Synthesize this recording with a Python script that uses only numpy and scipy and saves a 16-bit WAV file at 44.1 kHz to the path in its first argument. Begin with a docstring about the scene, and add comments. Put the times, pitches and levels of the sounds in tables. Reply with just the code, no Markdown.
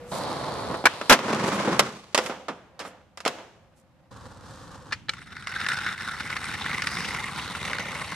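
"""A moment of skateboard wheels humming on smooth concrete opens three outdoor runs. Next, in a
courtyard, the tail pops close by; the board rides a bench, lands and clatters away. Last comes a pop
onto a curved concrete wall and a long, rough grind. Wheels rumble over grit, blows ring the wooden
deck, and the metal truck sticks, slips and snags on the edge. Walls and trees echo over soft open air."""
import sys
import numpy as np
from scipy import signal
from scipy.fft import rfft, irfft
from scipy.io import wavfile
from scipy.ndimage import map_coordinates

SR = 44100
rng = np.random.default_rng(int(sys.argv[2]) if len(sys.argv) > 2 else 0)


def waveform_to_disk(signal):
    """Save audio, clipped to [-1, 1], as 16-bit WAV at the path in sys.argv[1]."""
    frames = np.transpose(np.atleast_2d(signal))
    scaled = np.clip(frames, -1, 1) * 32767
    samples = np.round(scaled).astype(np.int16)
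    wavfile.write(sys.argv[1], SR, samples)


N = 359415
T = np.arange(N) / SR
TAPS = 4096
HZ = np.maximum(np.fft.rfftfreq(TAPS, 1 / SR), 1)

# stretches of rolling: start_s, end_s
PARK_SPAN, PAVING_SPAN, BENCH_SPAN = (-.1, .117), (.117, 1.1), (1.14, 2.14)
AWAY_SPAN, PATH_SPAN = (2.19, 4.1), (4.11, 5.08)
TURN_S = (5.9, 7)   # the curve of the wall turns the board side-on
# hard snags of the truck on the edge: start_s, peak_db, tilt_db_per_octave
SNAGS = [(5.1352, -28.5, 0), (5.366, -27, -1), (5.4705, -20.5, 0), (5.6127, -21.5, -3.5), (5.664, -17, -1),
         (5.686, -15, 2), (5.7175, -17, -2), (5.863, -18, -4), (6.3654, -19.5, -2), (6.6608, -20, -5),
         (6.8199, -16.5, 1.5), (6.8698, -15, 0), (6.9691, -19.5, -5), (7.7313, -17, -.5), (7.7838, -21, -1)]
# resonances of the truck on the wall: pitch_hz, width_hz, front_db, side_db
TRUCK_MODES = [(906, 175, -9, -0.5), (1126, 284, -4, 3.5), (1442, 285, 5.5, 2), (1730, 320, 1.5, -4),
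               (2005, 390, 1.5, 4.5), (2500, 940, -9, -5.5), (3650, 510, -7.5, -11),
               (4270, 550, -11, -12.5), (5140, 830, -13.5, -23.5), (6100, 430, -27, -18.5),
               (6600, 290, -48.5, -56), (8730, 1800, -21.5, -22.5), (10700, 1100, -55.5, -55)]
# the rider's direction: time_s, left_lag_ms, blow_pan_db
DIRECTION = [(.3, -.03, 0), (1.1, -0.068, -.5), (1.6, 0.055, 0), (2.3, 0.04, -2.8), (3.2, 0.015, -1.5),
             (5, -0.022, 0)]


def board_blows():
    """Pops ring the free deck, other blows the loaded one; farther off they sound duller."""
    # the tail snaps on the ground: start_s, level_db, t60_s, tilt_db_per_octave
    pops = [(.855, -3, 0.047, -1.7), (.868, -12, 0.023, -2.5), (4.9225, -26.5, .03, 1.5),
            (4.927, -25.5, 0.052, 2.5)]
    # deck modes, free and under the rider, in the courtyard and by the wall: pitch_hz, width_hz, gain_db
    court_free = [(260, 110, -10.5), (530, 97, -11), (865, 120, -5), (1050, 130, -2.5), (1290, 140, -6),
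                  (1593, 370, 4), (1747, 150, 4.5), (2326, 130, -0.5), (3214, 500, -16.5), (4200, 600, -14),
                  (5350, 500, -18.5), (8500, 950, -27)]
    wall_free = [(240, 120, -6), (1400, 390, -1.5), (1850, 130, 1), (2410, 51, 4.5), (4400, 360, -11),
                 (5100, 300, -15)]
    court_loaded = [(267, 220, -5), (540, 150, -1), (680, 33, -3.5), (790, 150, -2.5), (993, 130, 0.5),
                    (1293, 290, 1.5), (1600, 250, -6.5), (2020, 630, -4), (2630, 200, -5.5),
                    (3270, 620, -8), (4100, 1100, -13.5), (5210, 560, -9), (6900, 1500, -17),
                    (9600, 1300, -24.5)]
    wall_loaded = [(153, 91, -12), (540, 42, -11.5), (900, 63, -7), (1350, 96, 3.5), (1704, 65, 5),
                   (1940, 130, -14), (2290, 96, -4), (2960, 120, -4), (3600, 340, -6), (4020, 370, -2.5),
                   (5070, 400, -20), (7700, 700, -18.5)]
    out = np.zeros((2, N))
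    _, pan_db = in_time(DIRECTION)
    for hits, court, wall in ((pops, court_free, wall_free), (contacts(), court_loaded, wall_loaded)):
        for s, level_db, t60, tilt_db in hits:
            if s > PATH_SPAN[0]:   # by the wall
                body = resonances(wall) * dulled(hz=6700)
                apart_hz, rise_s = 9000, .0014
            elif s > BENCH_SPAN[1]:   # riding away
                body = resonances(court) * dulled(hz=10400) * thinned(hz=222)
                apart_hz, rise_s = 5070, .0005
            else:   # close up
                body = resonances(court) * dulled(hz=12400) * thinned(hz=210) * thinned(hz=60)
                apart_hz, rise_s = 4300, .0009
            sound = blow(body, t60, tilt_db, click=.35, apart_hz=apart_hz, rise_s=rise_s)
            add(out, s, from_db(level_db) * panned(sound, pan_db[int(s * SR)]))
    return out


def contacts():
    """Every blow on the loaded board: start_s, level_db, t60_s, tilt_db_per_octave."""
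    # a truck slaps down, wheel by wheel: start_s, level_db, t60_s, tilt_db_per_octave, second_wheel_db
    slaps = [(1.096, -3, .05, 0, 3), (1.123, -3, .06, -.5, -13), (1.793, -7.5, .03, 1, -12),
             (2.146, -15.3, .048, 0, -12), (2.1765, -17.5, .03, .5, -1), (2.483, -26.5, .08, -3.5, -3),
             (2.792, -34.5, .1, .8, 2.5), (3.251, -26, .05, 0, 7.5), (3.277, -23.5, .03, 1.5, -10)]
    # knocks of shoes and trucks, thumps of shifting weight: start_s, level_db, tilt_db_per_octave
    knocks = [(.741, -27, -4.5), (.84, -25.5, -6.5), (1.012, -26.5, -3.5), (1.189, -29, -1.5),
              (1.329, -23.5, -3.5), (2.261, -30, .5), (3.173, -37.5, .5), (3.203, -37.5, .5),
              (4.91, -40, -5), (5.084, -34, -5)]
    thumps = [(.70, -26, -9), (1.28, -25, -3), (1.674, -18, -9), (2.296, -26, -4.5), (2.85, -34, -4),
              (3.385, -39.5, -4)]
    # the truck lands on the wall: start_s, level_db, t60_s, tilt_db_per_octave
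    lock_in = (5.0925, -22, .022, 2)
    hits = [lock_in]
    for s, level_db, t60, tilt_db, second_db in slaps:
        hits.append((s, level_db, t60, tilt_db))
        hits.append((s + .0092, level_db + second_db, t60 * 1.7, tilt_db - 3))   # later, longer, duller
    for table, t60 in ((knocks, .062), (thumps, .18)):
        hits += [(s, level_db, t60, tilt_db) for s, level_db, tilt_db in table]
    return hits


def blow(body, t60, tilt_db, click, apart_hz, rise_s=.001):
    """A hard first contact and a dying rattle of wheels and trucks ring the body."""
    t = T[:2 * TAPS]
    rattle = noise(len(t)) * from_db(-60 * t / t60) * (1 - np.exp(-t / rise_s))
    rattle[0, SR // 1000] += click * np.sqrt(np.sum(rattle[0] ** 2))
    tilt = from_db(tilt_db * np.log2(np.maximum(HZ, 200) / 1500))
    sound = filtered(stereo(rattle, apart_hz, bass_side=.0923), body * tilt)
    return rms_one(sound) * np.sqrt(.01 * SR / len(t))   # the energy of 10 ms at rms one


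def grind():
    """The metal truck sticks and slips along the edge, crushing grit, snagging and shaking the deck."""
    # the truck bears on the wall, lightly, then with full weight: time_s, scrape_db
    pressure = [(5.11, -47.5), (5.45, -45), (5.55, -34.5), (5.8, -32.5), (6.15, -35.3), (6.95, -35.3),
                (8.15, -38.5)]
    start_s, lightest_db = pressure[0]
    scrape_db = in_time(pressure)[0] - 10 * bump(5.965, half_s=.025)   # it briefly loses its bite
    hiss_db = scrape_db + np.interp(T, TURN_S, [-7.5, -3])
    rumble_db = scrape_db + np.interp(T, TURN_S, [-11.5, -4.5])
    # only a lightly loaded truck chatters
    chatter_db = np.interp(scrape_db, [lightest_db, -38], [3.5, 0]) * (drift(45) - .5)
    slip_db = 2.6 * drift(120) + 1.4 * drift(26)   # quick slips, bunched into stutters
    ring = truck_ring(slip_db, flicker_db=2.9, wander_db=1.5)
    scrape = body_and_hiss(ring, scrape_db + chatter_db, hiss_db + chatter_db, split_hz=2340)
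    rumble = deck_rumble(slip_db) * from_db(rumble_db)
    friction = (scrape + rasps(slip_db)) * from_db(sticking(depth_db=2.5, hold_s=.014))
    return (friction + rumble) * during((5.1, 9)) + snags(list(SNAGS) + catches(scrape_db, start_s))


def truck_ring(slip_db, flicker_db, wander_db):
    """Grit drives every resonance; the shifting contact point favours now one, now another."""
    side_on = np.interp(T, TURN_S, [0, 1])
    grains = [grit(per_s=3000, size_db=2.5, smooth=1.2) for _ in range(2)]
    forces = [stereo(pair, apart_hz=7560, bass_side=.033) * from_db(slip_db) for pair in grains]
    out = 0
    for k, (hz, width, front_db, side_db) in enumerate(TRUCK_MODES):
        band = signal.butter(2, [hz - width / 2, hz + width / 2], "band", fs=SR, output="sos")
        facing_db = front_db + side_on * (side_db - front_db)
        level_db = facing_db + flicker_db * drift(53) + wander_db * drift(7.6)
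        out = out + signal.sosfilt(band, forces[k % 2] * from_db(level_db))
    # crushed grit fills the gaps between the resonances
    crunch = filtered(forces[0], dulled(hz=10000) * thinned(hz=600) / np.hypot(1, HZ / 4500))
    return out + from_db(-18) * crunch


def snags(hits, narrowing=.4, spread_db=3.5, crest_db=8.5):
    """Each snag strikes the truck, which rings freely: narrower resonances in a new balance."""
    out = np.zeros((2, N))
    for s, peak_db, tilt_db in hits:
        modes = [(hz, width * narrowing, front_db + spread_db * rng.standard_normal())
                 for hz, width, front_db, _ in TRUCK_MODES]
        body = resonances(modes) * dulled(hz=8400) / np.hypot(1, 500 / HZ)
        clank = blow(body, t60=.02, tilt_db=tilt_db, click=.14, apart_hz=8050)
        add(out, s, from_db(peak_db - crest_db) * clank)
    return out


def catches(scrape_db, start_s, per_s=9, above_db=10, spread_db=3):
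    """Small random snags grow with the pressure on the truck: start_s, peak_db, tilt_db_per_octave."""
    gaps, sizes, colours = rng.random((60, 3)).T
    times = start_s + np.cumsum(.25 + 1.5 * gaps) / per_s
    return [(s, scrape_db[int(s * SR)] + above_db + spread_db * (2 * size - 1), -4.5 + 6 * colour)
            for s, size, colour in zip(times, sizes, colours) if s < T[-1]]


def sticking(depth_db, hold_s):
    """The scrape's dip in dB while the truck sticks, just before each hard snag lets go."""
    starts = np.append(np.array(SNAGS)[:, 0], np.inf)
    wait_s = starts[np.searchsorted(starts, T)] - T
    return -depth_db * np.exp(-(wait_s / hold_s) ** 2)


def rasps(slip_db):
    """Where the truck digs in, the slips drive a single resonance."""
    # hard bites: middle_s, half_length_s, pitch_hz, width_hz, level_db
    bites = [(5.7, 0.22, 1500, 330, -35), (6.97, 0.15, 5000, 1500, -40), (7.45, .14, 3400, 1200, -44),
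             (7.85, .3, 540, 220, -45.5)]
    force = stereo(noise(), apart_hz=9000, bass_side=.1) * from_db(slip_db)
    out = 0
    for s, half_s, hz, width, level_db in bites:
        ring = rms_one(filtered(force, resonances([(hz, width, 0)]) ** 2))
        out = out + ring * from_db(level_db) * bump(s, half_s)
    return out


def deck_rumble(slip_db):
    """The slipping truck shakes a low rumble out of the deck."""
    # the shaken deck's spectrum: frequency_hz, gain_db
    deck_tone = [(18, -40), (30, -24), (63, 4.5), (108, 3), (189, 4.5), (346, -6.5), (523, -6),
                 (651, -13.5), (800, -3), (1040, -26), (1760, -120)]
    shake = stereo(noise(), apart_hz=5000, bass_side=.31) * from_db(1.05 * slip_db)
    return rms_one(filtered(shake, tone(deck_tone) * thinned(hz=72)))


def wheels():
    """The wheels roll over one surface after another, each with its own colour."""
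    # swells of rolling: start_s, loudest_s, end_s, half_width_s, rumble_db, hiss_db
    paving_swells = [(.1, .2, .76, .95, -31.5, -42.5), (.87, 1.08, 1.1, .4, -42, -46)]   # the run-up, then spinning in the air
    bench_swells = [(1.25, 1.57, 1.81, .4, -26.2, -37.8), (1.9, 1.9, 2.1, .4, -53, -56)]   # on the bench, then spinning in the air
    away_swells = [(2.2, 2.25, 2.32, .12, -37, -56), (2.8, 2.9, 2.95, .2, -53, -74),
                   (3.3, 3.34, 3.4, .12, -48, -74), (3.5, 3.6, 4.1, .9, -65.5, -82)]
    path_swells = [(4.1, 4.2, 4.5, .9, -47.5, -60.5), (4.45, 4.59, 4.9, .3, -45, -55.5)]
    # colour of each surface: frequency_hz, gain_db
    paving_tone = [(24, -40.5), (40, -15.5), (135, 0), (277, -5), (478, -2), (910, -1.5), (1030, -1),
                   (1570, -13), (1920, -15), (2640, -25.5), (4230, -21), (6140, -35), (9840, -37),
                   (13600, -54), (15000, -59.5)]
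    bench_tone = [(24, -58.5), (40, -29), (160, 0), (211, 2.5), (270, -4.5), (355, -1.5), (710, -7.5),
                  (1030, -3.5), (1870, -13), (2170, -14), (2920, -22), (6300, -31), (10100, -41),
                  (13900, -57), (15000, -60)]
    away_tone = [(24, -65), (40, -19), (142, -10), (186, -0.5), (364, -14), (422, -33), (514, 7), (612, -5),
                 (728, -3.5), (4680, -26.5), (5290, -31), (12300, -45), (15000, -65)]
    path_tone = [(24, -28), (40, -12), (108, 0), (233, -10), (270, -8), (401, -19), (514, -11), (643, -19),
                 (804, -10.5), (1140, -8.5), (1820, -17), (2110, -27), (4030, -18.5), (8480, -25.5),
                 (15000, -47)]
    park = park_roll(rumble_db=-46, wheel_hz=492, wheel_db=-42.5)
    paving = rolling(paving_swells, paving_tone, PAVING_SPAN,
                     wheel_hz=500, wheel_db=-11, bumpy_db=-.2, apart_hz=5000, bass_side=.3)
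    bench = rolling(bench_swells, bench_tone, BENCH_SPAN,
                    wheel_hz=510, wheel_db=-8.5, bumpy_db=1.8, apart_hz=3000, bass_side=.08)
    away = rolling(away_swells, away_tone, AWAY_SPAN,
                   wheel_hz=510, wheel_db=-15, bumpy_db=2.5, apart_hz=3980, bass_side=.067)
    path = rolling(path_swells, path_tone, PATH_SPAN,
                   wheel_hz=520, wheel_db=4, bumpy_db=1.8, apart_hz=9000, bass_side=.27)
    return park + panned(paving, -1.2) + panned(bench, -.6) + panned(away, -2.1) + panned(path, -.56)


def rolling(swells, surface, span, wheel_hz, wheel_db, bumpy_db, apart_hz, bass_side):
    """Wheels run over grit, ticking sand and small bumps; wheel and axle hum at one resonance."""
    sand = from_db(-4.5) * filtered(grit(per_s=500, size_db=3.5, smooth=0), thinned(hz=5000))
    ground = grit(per_s=5000, size_db=3, smooth=1.1) + sand
    force = stereo(ground, apart_hz, bass_side) * from_db(bumpy_db * drift(35))
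    sound = filtered(force, tone(surface) * (1 + resonances([(wheel_hz, 45, wheel_db)])))
    return body_and_hiss(sound, *roll_levels(swells), split_hz=2500) * during(span)


def roll_levels(swells, rise_db_per_s=90, rumble_fall_db_per_s=105, hiss_fall_db_per_s=50):
    """Rumble and hiss in dB swell as the board passes; the bearings hiss on after the rumble dies."""
    rumble = hiss = 1e-12
    for start, loudest, end, half_s, rumble_db, hiss_db in swells:
        swell_db = -10 * np.log10(1 + ((T - loudest) / half_s) ** 2)
        onset_db = -rise_db_per_s * np.maximum(start - T, 0)
        since = np.maximum(T - end, 0)
        rumble_shape_db = onset_db + swell_db - rumble_fall_db_per_s * since
        hiss_shape_db = onset_db + 2 * swell_db - hiss_fall_db_per_s * since
        rumble = np.maximum(rumble, from_db(rumble_db + rumble_shape_db))
        hiss = np.maximum(hiss, from_db(hiss_db + hiss_shape_db))
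    return 20 * np.log10(rumble), 20 * np.log10(hiss)


def park_roll(rumble_db, wheel_hz, wheel_db):
    """On smooth concrete the wheels rumble softly and sing one slightly unsteady note."""
    # colour of the concrete: frequency_hz, gain_db
    park_tone = [(24, -39), (40, -13), (178, -7), (284, -15), (499, -15), (538, -10), (1020, -20),
                 (1180, -19), (1740, -24), (14000, -49.5)]
    rumble = rms_one(filtered(stereo(noise(), apart_hz=4000, bass_side=.19), tone(park_tone)))
    note = np.sin(2 * np.pi * np.cumsum(wheel_hz * (1 + .016 * drift(15))) / SR)
    return (from_db(rumble_db) * rumble + from_db(wheel_db) * note) * during(PARK_SPAN)


def scuffs():
    """Sand hisses under sliding wheels."""
    # sideways slides: middle_s, half_length_s, level_db
    slides = [(.16, .06, -44), (1.48, .02, -40.5), (1.55, .02, -41.5), (2.26, .035, -45.5),
              (2.87, .03, -54), (3.79, .03, -66)]
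    grains = stereo(grit(per_s=3000, size_db=3, smooth=.6), apart_hz=5000, bass_side=.1)
    sand = filtered(grains, resonances([(8000, 6000, 0)]) * dulled(hz=10500))
    return rms_one(sand) * sum(from_db(level_db) * bump(s, half_s) for s, half_s, level_db in slides)


def grit(per_s, size_db, smooth):
    """Tiny collisions with grains of very uneven size, on a smooth friction noise."""
    sizes = (rng.random(N) < per_s / SR) * from_db(size_db * np.minimum(rng.exponential(1, N), 4))
    return rms_one(rms_one(sizes * noise()) + smooth * noise())


def echoes(x, t60, treble_t60):
    """Walls and trees scatter the sound: each octave swells, then dies as noise, the treble first."""
    # colour of the echo: frequency_hz, gain_db
    echo_tone = [(100, -1.5), (250, 2), (500, 3), (1000, -0.5), (2500, 0.5), (5000, -1), (12000, -15)]
    out, edges = 0, np.geomspace(90, 14000, 8)
    diffuse = [stereo(noise(), apart_hz=3500, bass_side=.22) for _ in range(2)]
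    for k, band_hz in enumerate(zip(edges, edges[1:])):
        band = signal.butter(2, band_hz, "band", fs=SR, output="sos")
        centre_hz = np.sqrt(np.prod(band_hz))
        energy = signal.sosfilt(band, x.mean(axis=0) + 1e-9 * diffuse[0][0]) ** 2
        for seconds in (.06, np.interp(centre_hz, [500, 8000], [t60, treble_t60])):   # swell, decay
            keep = from_db(-120 / (seconds * SR))
            energy = signal.lfilter([1 - keep], [1, -keep], energy)
        wash = rms_one(signal.sosfilt(band, diffuse[k % 2]))
        out = out + np.interp(centre_hz, HZ, tone(echo_tone)) * np.sqrt(energy) * wash
    return out


def breeze(level_db):
    """Open air rumbles softly around the wall."""
    colour = resonances([(85, 90, 0)]) * dulled(hz=300) * thinned(hz=55)
    rumble = filtered(stereo(noise(), apart_hz=3000, bass_side=.4), colour)
    return from_db(level_db) * rms_one(rumble) * during((PATH_SPAN[0], 9))


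def outdoor_air(level_db):
    """A steady, low wash of distant outdoor noise."""
    # colour of the background: frequency_hz, gain_db
    air_tone = [(15, -39), (25, -13), (81, 5), (196, 1.5), (293, -7), (335, -3), (450, -19.5), (515, -12),
                (833, -12.5), (2500, -24.5), (15000, -43.5)]
    wash = filtered(stereo(noise(), apart_hz=3000, bass_side=.4), tone(air_tone))
    return from_db(level_db) * rms_one(wash)


def from_direction(x):
    """Sound reaches the nearer side first."""
    lag_ms, _ = in_time(DIRECTION)
    left = map_coordinates(x[0], [np.arange(N) - lag_ms * SR / 1000], order=3, mode="nearest")
    return np.stack([left, x[1]])


def stereo(pair, apart_hz, bass_side):
    """Two unrelated signals become left and right: alike in the bass, parting in the treble."""
    side = filtered(pair[1:], np.hypot(bass_side, HZ / np.hypot(HZ, apart_hz)))
    return pair[:1] + side * [[1], [-1]]


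def panned(x, db):
    """Lean to the left by db."""
    return x * from_db(np.array([[db], [-db]]) / 2)


def body_and_hiss(x, body_db, hiss_db, split_hz):
    """The lower and the upper part of a friction sound, each at its own level."""
    lowpass = np.fft.fftshift(irfft(dulled(split_hz)))
    body = signal.oaconvolve(x, lowpass[None], axes=-1)[:, TAPS // 2:TAPS // 2 + N]
    return rms_one(body) * from_db(body_db) + rms_one(x - body) * from_db(hiss_db)


def filtered(x, gain):
    """Causal, minimum-phase filter with the given gain curve."""
    cepstrum = irfft(np.log(gain + 1e-6))[:TAPS // 2]
    cepstrum[1:] *= 2
    response = irfft(np.exp(rfft(cepstrum, TAPS)))
    return signal.oaconvolve(x, np.atleast_2d(response), axes=-1)[:, :x.shape[-1]]


def resonances(modes):
    """Gain curve of a body with these modes: pitch_hz, width_hz, gain_db."""
    return np.sqrt(sum(from_db(db) ** 2 / (1 + ((HZ ** 2 - hz ** 2) / (HZ * width)) ** 2)
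                       for hz, width, db in modes))


def tone(points):
    """Gain curve through the points of a spectrum."""
    hz, db = np.transpose(points)
    return from_db(np.interp(np.log(HZ), np.log(hz), db))


def dulled(hz):
    """Gain curve of a steep loss of treble."""
    return 1 / np.hypot(1, (HZ / hz) ** 4)


def thinned(hz):
    """Gain curve of a small source that radiates little bass."""
    return 1 / np.hypot(1, (hz / HZ) ** 2)


def noise(length=N):
    """Two unrelated white noises."""
    return rng.standard_normal((2, length))


def drift(rate_hz, step=40):
    """A smooth random wander with a spread of one."""
    pole = np.exp(-2 * np.pi * step * rate_hz / SR)
    slow = signal.lfilter([1], [1, -2 * pole, pole ** 2], rng.standard_normal(N // step + 2002))[2000:]
    return np.interp(np.arange(N) / step, np.arange(len(slow)), rms_one(slow))


def in_time(rows):
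    """Each column of a curve at every sample."""
    s, *columns = np.transpose(rows)
    return [np.interp(T, s, column) for column in columns]


def during(span):
    """One inside the span, with 6 ms fades."""
    start, end = span
    return np.interp(T, [start - .003, start + .003, end - .003, end + .003], [0, 1, 1, 0])


def bump(s, half_s):
    """A smooth rise to one at s and back."""
    return np.exp(-np.minimum(((T - s) / half_s) ** 2, 50))


def add(out, s, sound):
    """Mix a sound in at its time."""
    start = int(s * SR)
    out[:, start:start + sound.shape[1]] += sound[:, :N - start]


def from_db(db):
    """Decibels to gain."""
    return 10 ** (np.asarray(db) / 20)


def rms_one(x):
    """Scale to an rms of one."""
    return x / np.sqrt(np.mean(x ** 2) + 1e-20)


def scene():
    """Rolling, echoing blows and the grind, over the outdoor background."""
    roll = wheels()
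    air = outdoor_air(level_db=-60.5) + breeze(level_db=-51)
    sand = panned(scuffs(), -2.1)
    blows = board_blows()
    court = blows * (T < PATH_SPAN[0])
    wall = blows * (T >= PATH_SPAN[0]) + grind()
    # a near board sends far less echo for its loudness than a distant one
    echo_send = np.where(T < BENCH_SPAN[1], from_db(-24), from_db(-12))
    court_echo = echoes(court * echo_send, t60=.77, treble_t60=.6)
    wall_echo = from_db(-20.5) * echoes(wall, t60=.7, treble_t60=.17)
    return from_direction(roll + sand + court + wall) + court_echo + wall_echo + air


def record(dry, ceiling=.48, cutoff_hz=15300):
    """The nearest blows overload the microphone; the top treble is cut."""
    saturated = dry / (1 + (dry / ceiling) ** 6) ** (1 / 6)
    return signal.sosfilt(signal.cheby2(16, 70, cutoff_hz, fs=SR, output="sos"), saturated)


dry = scene()
out = record(dry)
waveform_to_disk(out)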